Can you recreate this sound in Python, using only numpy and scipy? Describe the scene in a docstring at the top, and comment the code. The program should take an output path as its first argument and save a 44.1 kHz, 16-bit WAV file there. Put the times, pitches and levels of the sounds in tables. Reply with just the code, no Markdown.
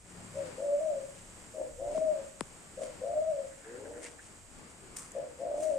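"""Low rumble, breeze and thin hiss open on a tiled porch, and a far engine drones briefly. A caged dove
coos: a short throbbing hoot, then a long arched note whose rolling burr, a slow vibration beating against
the syrinx's tone, clears. Three close taps fall during and just after the second coo. The third is
followed by a soft, hoarse rising note and a run of small scratches and scuffs; then comes a fourth coo.
The dove's voice echoes off the tiles and rings under the roof."""
import sys
import numpy as np
from scipy import signal
from scipy.fft import rfft, irfft, next_fast_len
from scipy.io import wavfile
from scipy.ndimage import map_coordinates

SR = 44100
rng = np.random.default_rng(int(sys.argv[2]) if len(sys.argv) > 2 else 0)


def pcm_store(signal):
    """Save signal as 16-bit PCM."""
    levels = np.round(np.clip(np.atleast_2d(signal), -1, 1) * 32767)
    wavfile.write(sys.argv[1], SR, levels.astype(np.int16).T)


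N = 254898

# EQ of the low rumble: freq_hz, gain_db
RUMBLE_EQ = [(12, -43), (20, -0.5), (48, -6.5), (80, -3.5), (140, -11), (160, -24), (210, -31), (350, -120)]
# swells of the rumble: peak_s, spread_s, level_db
RUMBLE_SWELLS = [(.33, 0.18, -62), (1.86, .14, -55.5), (3.2, 0.12, -61), (4.55, .07, -61)]
# EQ of the breeze: freq_hz, gain_db
BREEZE_EQ = [(70, -37), (140, 1), (210, 1.5), (300, -1), (450, -1.5), (750, -4.5), (1500, -8), (2200, -10),
             (3700, -19.5), (5000, -15.5), (7000, -40.5)]
# the breeze freshens: peak_s, spread_s, level_db
GUSTS = [(.45, 0.48, -54.5), (2.92, 0.23, -57)]
# EQ of the hiss at the left port: freq_hz, gain_db
HISS_LEFT_EQ = [(3000, -76), (4200, -58), (5200, -11.5), (6600, 0.5), (7800, 5.5), (8900, 10.5), (9500, 3),
                (10200, -11.5), (14000, -15), (15500, -23)]
# EQ of the hiss at the right port: freq_hz, gain_db
HISS_RIGHT_EQ = [(3000, -5.5), (4200, -10.5), (5200, -7.5), (6300, -4.5), (7600, 6.5), (8400, 0),
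                 (9200, -25), (10200, -21), (14000, -22), (15500, -40)]
# partials of the far engine: pitch_hz, level_db
ENGINE_PARTIALS = [(105, -54), (141, -58.5), (175, -52), (208, -57.5)]
# the engine comes and goes: peak_s, spread_s, gain_db
ENGINE_SWELLS = [(.34, 0.14, -3), (1.17, 0.22, -14)]
# soft, narrow scratches: peak_s, spread_s, level_db, centre_hz
SCRATCHES = [(.25, 0.051, -57, 236), (2.02, 0.054, -51, 282), (3.53, .02, -62, 1757),
             (3.675, 0.046, -55.5, 1610), (3.765, 0.026, -59, 1600), (3.861, 0.015, -56, 1670),
             (3.965, 0.028, -57, 1630), (4.053, 0.022, -51.5, 2000), (4.197, .0095, -53, 1690),
             (4.6, 0.058, -58, 224), (4.91, 0.07, -60.5, 344), (5.015, 0.046, -58, 1170),
             (5.12, .0015, -44.5, 7600), (5.17, .12, -71, 1770)]
# scuffs and ticks: peak_s, rise_s, t60_s, body_db, bright_db, fizz_db, pan_left_db
SCUFFS = [(.463, .004, 0.13, -58, -57, -79, 0), (1.18, 0.023, .27, -62, -67, -79, 3),
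          (1.975, 0.044, 0.14, -58.5, -57, -80, 9), (2.822, 0.0071, 0.43, -53, -51.5, -73, -2.5),
          (4.032, 0.0071, 0.17, -53, -47, -77, 3), (4.068, 0.013, 0.095, -52, -58, -74.5, 0),
          (4.587, .002, .033, -90, -58, -74, -3), (4.966, 0.0015, 0.097, -51, -38.5, -55, 3),
          (4.998, 0.013, 0.39, -60, -47.5, -64.5, -0.5), (5.634, 0.024, 0.31, -55.5, -46.5, -63.5, 0)]
# EQ of a scuff's dull body: freq_hz, gain_db
SCUFF_BODY_EQ = [(300, -11), (1000, -1), (2100, 3.5), (2700, 1), (3800, -4), (6000, -5), (9500, -52),
                 (11000, -38)]
# EQ of its bright edge: freq_hz, gain_db
SCUFF_BRIGHT_EQ = [(2500, -40), (5000, -6.5), (7500, 4.5), (9300, 4.5), (10300, -20), (14000, -37.5)]
# EQ of its fine fizz: freq_hz, gain_db
SCUFF_FIZZ_EQ = [(7000, -39), (11000, 5), (15000, -6.5), (16000, -26)]
# dry taps: start_s, gain_db, lowpass_hz, pan_left_db
TAPS = [(1.9775, -5, 950, 6), (2.121, -16, 700, 1), (2.4083, -1, 15000, 10)]
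# EQ of a tap: freq_hz, gain_db
TAP_EQ = [(70, -5), (115, -23), (150, 7.5), (215, 10), (500, 7), (750, -0.5), (980, 5.5), (1500, -3),
          (2000, -3.5), (2600, -8), (4000, -12), (5400, -10), (6500, -27), (7900, -7), (8800, -0.5),
          (10500, -21), (15000, -50)]
# early reflections off tiles, wall and door: left_delay_s, right_delay_s, gain_db
REFLECTIONS = [(.0078, 0.00833, -13.5), (.0205, .0199, -34), (.037, .0378, -10)]
# decay of the porch reverb: freq_hz, t60_s
PORCH_DECAY = [(150, 0.82), (600, 0.36), (2000, 1), (10000, 0.19)]
# standing waves of the porch: centre_hz, width_hz, gain_db
PORCH_MODES = [(307, 15, 2), (564, 20, -3), (626.5, 25, -3.5)]
# EQ of the husk in the dove's voice: freq_hz, gain_db
HUSK_EQ = [(60, -71), (140, -31), (230, -6), (285, 1.5), (360, 0), (470, 3.5), (640, -3), (830, -4),
           (1200, -23), (4000, -51)]
# EQ of the swollen throat: freq_hz, gain_db
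THROAT_EQ = [(150, -30), (280, -17), (370, -25), (440, -8), (510, -3), (570, -1.5), (635, -2), (690, 2),
             (735, -11), (850, -19), (1500, -46.5)]
# the hoot that opens each coo: start_s, swell_s, level_db, top_hz, roughness, irregularity
SHORT_NOTES = [(.337, 0.045, -33, 563, 0.76, 0.28), (1.533, 0.0702, -32.5, 547.5, 1.55, 0.38),
               (2.764, 0.0449, -35, 552, 1, .55), (5.137, 0.037, -32.5, 558.5, 0.92, 1)]
# the arched note of each coo (lift, fall and clear count from its start): start_s, length_s, scoop_s,
# held_db, held_hz, lift_s, crest_db, crest_hz, fall_s, falling_db, clear_s, opening_roughness, husk_db
LONG_NOTES = [(.572, 0.47, 0.026, -27, 575.2, .23, -33, 637.5, 0.32, -31.5, 0.073, 0.84, -19),
              (1.778, .45, 0.0301, -27, 584.4, .165, -29.5, 643.8, .336, -33.5, .17, 0.7, -14.5),
              (3.004, .458, .07, -26, 626.2, 0.203, -32, 648.4, .305, -32, 0.14, 1.57, -25),
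              (5.384, 0.42, 0.031, -27.5, 585.6, .228, -31.5, 635.9, 0.31, -28, 0.23, 0.87, -15)]
# the coo's loudness briefly peaks or dips: centre_s, spread_s, gain_db
PEAKS_AND_DIPS = [(.39, .015, 0), (.775, 0.0099, -4.5), (0.801, 0.0032, -19), (.814, 0.0041, 4.5),
                  (0.867, 0.0063, 5.5), (.92, 0.011, 5), (1.04, 0.0088, 3), (1.567, 0.009, -4.5),
                  (1.605, 0.013, 2), (1.72, 0.056, -6), (2.004, 0.0062, -8.5), (2.02, .008, 5),
                  (2.092, 0.0075, 2.5), (2.15, 0.015, -4), (2.806, 0.0035, -19), (2.822, 0.0068, 4.5),
                  (3.119, 0.0023, -10), (3.151, 0.0059, -16.5), (3.181, 0.0089, 0), (3.207, 0.0035, -17),
                  (3.305, 0.014, 4), (3.452, 0.0072, 6), (5.565, 0.0073, -11.5)]

TIME = np.arange(N) / SR


def amp(db):
    """Decibels to gain."""
    return 10 ** (np.asarray(db) / 20)


def unit(x):
    """x at rms 1."""
    return x / np.sqrt(np.mean(np.abs(x) ** 2) + 1e-20)


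def along(points, hz):
    """A (freq_hz, value) curve read on a log frequency axis."""
    freqs, values = np.transpose(points)
    return np.interp(np.log(hz + 1), np.log(freqs + 1), values)


def wobble(rate):
    """A smooth random modulator, rate knots a second."""
    return map_coordinates(rng.standard_normal(int(N * rate / SR) + 4), [np.arange(N) * rate / SR])


def phase(hz):
    """Phase of a gliding oscillator."""
    return 2 * np.pi * np.cumsum(hz) / SR


def filtered(x, response):
    """x through a frequency response."""
    size = next_fast_len(N + SR // 2)
    return irfft(rfft(x, size) * response(np.fft.rfftfreq(size, 1 / SR)), size)[..., :N]


def eq(x, curve):
    """x through a (freq_hz, gain_db) curve."""
    return filtered(x, lambda hz: amp(along(curve, hz)))


def causal(gain):
    """The response with this gain that rings only after it is struck."""
    cepstrum = irfft(np.log(gain))
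    half = len(cepstrum) // 2
    return np.exp(rfft(np.concatenate([cepstrum[:1], 2 * cepstrum[1:half], np.zeros(half)])))


def pan(left_db):
    """Channel gains that put the left this far above the right."""
    return amp([[left_db / 2], [-left_db / 2]])


def stereo_noise(shared):
    """White noise with this share of its power common to both channels."""
    return np.sqrt(shared) * rng.standard_normal(N) + np.sqrt(1 - shared) * rng.standard_normal((2, N))


def step(x):
    """A smooth step from 0 to 1 around x = 0."""
    return (1 + np.tanh(x / 2)) / 2


def envelope(age, attack_s, hold_s, release_s):
    """Rises over the attack, stays until hold_s, then loses 20 dB in each release time."""
    return np.clip(age / attack_s, 0, 1) * 10 ** (-np.maximum(age - hold_s, 0) / release_s)


def bell(peak_s, spread_s):
    """A bell-shaped bump in time."""
    return np.exp(-((TIME - peak_s) / spread_s) ** 2 / 2)


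def swells(rows):
    """Gain of a series of bell-shaped swells."""
    return sum(amp(db) * bell(peak_s, spread_s) for peak_s, spread_s, db in rows)


def rumble(floor_db=-62):
    """A lumpy low end that swells now and then."""
    lumps = amp(1.4 * wobble(9))
    bed = unit(eq(stereo_noise(0.71), RUMBLE_EQ) * lumps)
    return np.hypot(amp(floor_db), swells(RUMBLE_SWELLS)) * bed * pan(3.5)


def breeze(floor_db=-57, wide_above_hz=550):
    """Soft moving air with two gusts; both sides share the bass but have unrelated treble."""
    centre, sides = eq(rng.standard_normal(N), BREEZE_EQ), eq(rng.standard_normal((2, N)), BREEZE_EQ)
    shared = lambda hz: 1 / (1 + (hz / wide_above_hz) ** 2)
    centre = filtered(centre, lambda hz: np.sqrt(shared(hz)))
    sides = filtered(sides, lambda hz: np.sqrt(1 - shared(hz)))
    air = unit((centre + sides) * amp(1.74 * wobble(9)))
    return np.hypot(amp(floor_db), swells(GUSTS)) * air * pan(5.5)


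def hiss(level_db=-54.5, fade_db_per_s=0.83):
    """A slowly thinning hiss that each microphone port colours in its own way."""
    left, right = stereo_noise(0.85)
    ports = np.array([unit(eq(left, HISS_LEFT_EQ)), unit(eq(right, HISS_RIGHT_EQ))])
    return amp(level_db - fade_db_per_s * TIME + 0.22 * wobble(11)) * ports * pan(-3.5)


def ambience(fade_in_s=0.14, from_db=-11.5):
    """The outdoor bed: breeze and hiss fade in over the rumble."""
    fade_in = 1 - np.exp(-TIME / fade_in_s) * (1 - amp(from_db))
    return rumble() + fade_in * (breeze() + hiss())


def far_engine():
    """A far engine hums and fades, its partials drifting together with its speed."""
    speed = 1 + 0.017 * wobble(7.3)
    hum = sum(amp(db + 2 * wobble(8)) * np.sin(phase(hz * speed)) for hz, db in ENGINE_PARTIALS)
    return np.sqrt(2) * hum * swells(ENGINE_SWELLS) * pan(4)


def scratches(grain_db=1.5, q=6.7):
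    """Faint, grainy strokes, each through one resonance."""
    out, noise, grit = np.zeros((2, N)), stereo_noise(0.3), amp(grain_db * wobble(300))
    for peak_s, spread_s, db, centre_hz in SCRATCHES:
        band = filtered(noise, lambda hz: 1 / (1 + (q / 2 * (hz / centre_hz - centre_hz / (hz + 1))) ** 2))
        out += amp(db) * bell(peak_s, spread_s) * unit(band * grit)
    return out * pan(0.5)


def scuffs(grain_db=2.5, rustle_db=-75, rustle_swing_db=5.5):
    """Gritty rubs whose body, edge and fizz swell and die together, with faint rustles between them."""
    grit = amp(grain_db * wobble(500))
    curves = SCUFF_BODY_EQ, SCUFF_BRIGHT_EQ, SCUFF_FIZZ_EQ
    body, bright, fizz = (unit(grit * eq(stereo_noise(0.53), curve)) for curve in curves)
    out = amp(rustle_db + rustle_swing_db * np.clip(wobble(17), -2, 2)) * (body + 2 * bright)
    for peak_s, rise_s, t60_s, body_db, bright_db, fizz_db, left_db in SCUFFS:
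        age = TIME - peak_s
        shape = np.exp(np.minimum(age, 0) / rise_s) * amp(-60 * np.maximum(age, 0) / t60_s)
        rub = amp(body_db) * body + amp(bright_db) * bright + amp(fizz_db) * fizz
        out += shape * rub * pan(left_db)
    return out


def taps(lag_cycles=1.2):
    """Sharp blows whose bass arrives last, so each falls from click to thud; soft taps are duller."""
    hz, out = np.fft.rfftfreq(SR // 2, 1 / SR), np.zeros((2, N))
    bass_lag = np.exp(-2j * np.pi * lag_cycles * np.log(hz + 10))
    for start_s, db, lowpass_hz, left_db in TAPS:
        spectrum = amp(along(TAP_EQ, hz)) / np.hypot(1, (hz / lowpass_hz) ** 2)
        blow = irfft(causal(spectrum) * bass_lag)[:SR // 4]
        out += amp(db) * pan(left_db) * np.pad(blow, (round(start_s * SR), N))[:N]
    return out


def walls(x):
    """The direct sound and its early reflections, which beat against a gliding note."""
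    delayed = lambda s: np.pad(x, (round(s * SR), 0))[:N]
    return x + sum(amp(db) * np.array([delayed(left), delayed(right)]) for left, right, db in REFLECTIONS)


def porch_reverb(x, predelay_samples=600):
    """The diffuse tail under the porch roof, strongest at its standing waves."""
    def modes(hz):
        return sum(amp(db) * 1j * hz * width / (centre ** 2 - hz ** 2 + 1j * hz * width)
                   for centre, width, db in PORCH_MODES)
    send = np.pad(amp(-4.5) * x + filtered(x, modes), (predelay_samples, 0))
    hz, t, noise = signal.stft(rng.standard_normal((2, SR // 2)), SR, nperseg=256)
    tail = signal.istft(noise * amp(-60 * t / along(PORCH_DECAY, hz)[:, None]), SR, nperseg=256)[1]
    return signal.fftconvolve(send[None], tail / np.linalg.norm(tail[0]), axes=1)[:, :N]


def syrinx(pitch, rough, burr_hz, drift, burr, roll, rattle, buzz):
    """A pure tone; when rough, a slower vibration beats against it and throws sidebands."""
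    beat = phase(burr_hz * (1 + drift * wobble(25)))
    shake = burr * np.exp(1j * beat)  # one sideband, below the tone if burr_hz is negative
    shake += roll * np.cos(beat / 2) + buzz * np.cos(2 * beat)
    shake += rattle * (wobble(170) + 1j * wobble(170))
    shake_power = burr ** 2 + (roll ** 2 + buzz ** 2) / 2 + 2 * rattle ** 2
    modulation = (1 + rough * shake) / np.sqrt(1 + rough ** 2 * shake_power)
    carrier = np.exp(1j * phase(pitch * (1 + 0.008 * wobble(60))))
    return np.sqrt(2) * np.real(modulation * carrier)


def hoarse_note(start_s=3.635, hold_s=0.34, level_db=-45.5, start_hz=423.6, top_hz=594.5):
    """A soft rising note that starts nearly clean and breaks up into husk and a sub-octave."""
    age = np.maximum(TIME - start_s, 0)
    pitch = np.minimum(start_hz + 600 * age, top_hz)
    rough = 0.067 + 5.8 * np.minimum(age, hold_s)
    tone = syrinx(pitch, rough, burr_hz=-118, drift=0.04, burr=0.8, roll=0.3, rattle=0.4, buzz=0)
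    sub = np.sin(phase(pitch / 2 * (1 + 0.04 * wobble(60)))) * amp(3 * wobble(40))
    husk = unit(eq(rng.standard_normal(N), HUSK_EQ)) * np.sqrt(rough)
    voice = amp(-1) * tone * np.sqrt(1 - rough / 4) + amp(-11) * husk + amp(-19) * sub * rough
    return amp(level_db) * voice * envelope(age, attack_s=0.06, hold_s=hold_s, release_s=0.2)


def short_note(age, swell_s, db, top_hz, rough, irregular):
    """Voice controls for a brief throbbing hoot whose pitch peaks early, then sags."""
    top_s, release_s, husk_db = 0.04, 0.12, -18.5
    scoop_hz_per_s, sag_hz_per_s = 1232, 560
    early, late = np.clip(top_s - age, 0, top_s), np.clip(age - swell_s, 0, release_s)
    pitch = top_hz - scoop_hz_per_s * early - sag_hz_per_s * late
    level = amp(db) * envelope(age, swell_s, swell_s + 0.012, release_s)
    return pitch, rough, irregular, level, husk_db


def long_note(age, length_s, scoop_s, held_db, held_hz, lift_s, crest_db, crest_hz,
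              fall_s, falling_db, clear_s, opening_rough, husk_db):
    """Voice controls for the arch: a burr that clears, a jump to a crest, a fall as the air runs out."""
    start_hz, end_hz, sag_hz_per_s, settle_s = 475, 536, 160, 0.04
    clear_rough, end_rough, irregular = 0.075, 0.28, 1
    scoop_dip_db, burr_dip_db, fade_db_per_s = 1.5, 7.5, 70
    scooping, burring = np.exp(-age / scoop_s), step((clear_s - age) / 0.023)
    lifted, fallen = step((age - lift_s) / 0.005), step((age - fall_s) / 0.0072)
    crest_age = np.clip(age, lift_s, fall_s) - lift_s
    fall_age = np.maximum(np.minimum(age, length_s) - fall_s, 0)
    arch = held_hz + (start_hz - held_hz) * scooping
    arch += (crest_hz - held_hz) * lifted - sag_hz_per_s * crest_age
    pitch = end_hz + (arch - end_hz) * np.exp(-fall_age / settle_s)
    rough = clear_rough + (opening_rough - clear_rough) * burring * (1 - scooping)
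    rough += (end_rough - clear_rough) * fallen
    effort_db = held_db + (crest_db - held_db) * lifted + (falling_db - crest_db) * fallen
    loss_db = scoop_dip_db * scooping + burr_dip_db * burring + fade_db_per_s * fall_age
    level = amp(effort_db - loss_db) * envelope(age, attack_s=0.024, hold_s=length_s, release_s=0.036)
    return pitch, rough, irregular, level, husk_db


def phrasing():
    """Each note takes over the five voice controls in turn; a sixth is 1 during short notes."""
    controls = np.zeros((6, N))
    notes = [(row, short_note) for row in SHORT_NOTES] + [(row, long_note) for row in LONG_NOTES]
    for (start_s, *shape), note in sorted(notes, key=lambda entry: entry[0][0]):
        age = np.maximum(TIME - start_s, 0)
        played = np.broadcast_arrays(*note(age, *shape), note is short_note)
        controls = np.where(TIME >= start_s, played, controls)
    return controls


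def coos(short_burr_hz=77, long_burr_hz=112, usual_hz=535, trim_db=-0.6, overtone_db=-40):
    """Short and long notes alternate; the swollen throat passes little but fundamental and low husk."""
    pitch, rough, irregular, level, husk_db, is_short = phrasing()
    slowing_hz = 0.4006 * (pitch - usual_hz)  # the beat slows as the pitch climbs
    burr_hz = np.where(is_short, short_burr_hz, long_burr_hz) - slowing_hz
    tone = syrinx(pitch, rough, burr_hz, drift=0.13, burr=0.62,
                  roll=0.58 * irregular, rattle=0.44 * irregular, buzz=0.55 * irregular)
    peaks_and_dips_db = sum(db * bell(centre_s, spread_s) for centre_s, spread_s, db in PEAKS_AND_DIPS)
    flutter = amp(1.5 * wobble(60) + peaks_and_dips_db)
    husk = amp(husk_db) * np.sqrt(np.abs(rough)) * unit(eq(rng.standard_normal(N), HUSK_EQ))
    overtone = amp(overtone_db) * (tone ** 2 - 1)
    return amp(trim_db) * (eq(level * flutter * tone, THROAT_EQ) + level * (overtone + husk))


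def scene():
    """The dove a little left in the porch reverb, with dry close-up sounds and the outdoor bed."""
    dove = coos() + hoarse_note()
    dove_on_porch = (walls(dove) + amp(-3) * porch_reverb(dove)) * pan(3.5)
    return dove_on_porch + taps() + scuffs() + scratches() + far_engine() + ambience()


def record(dry):
    """A brick-wall low-pass trims the very top of the mix."""
    return filtered(dry, lambda hz: hz < 15200)


dry = scene()
out = record(dry)
pcm_store(out)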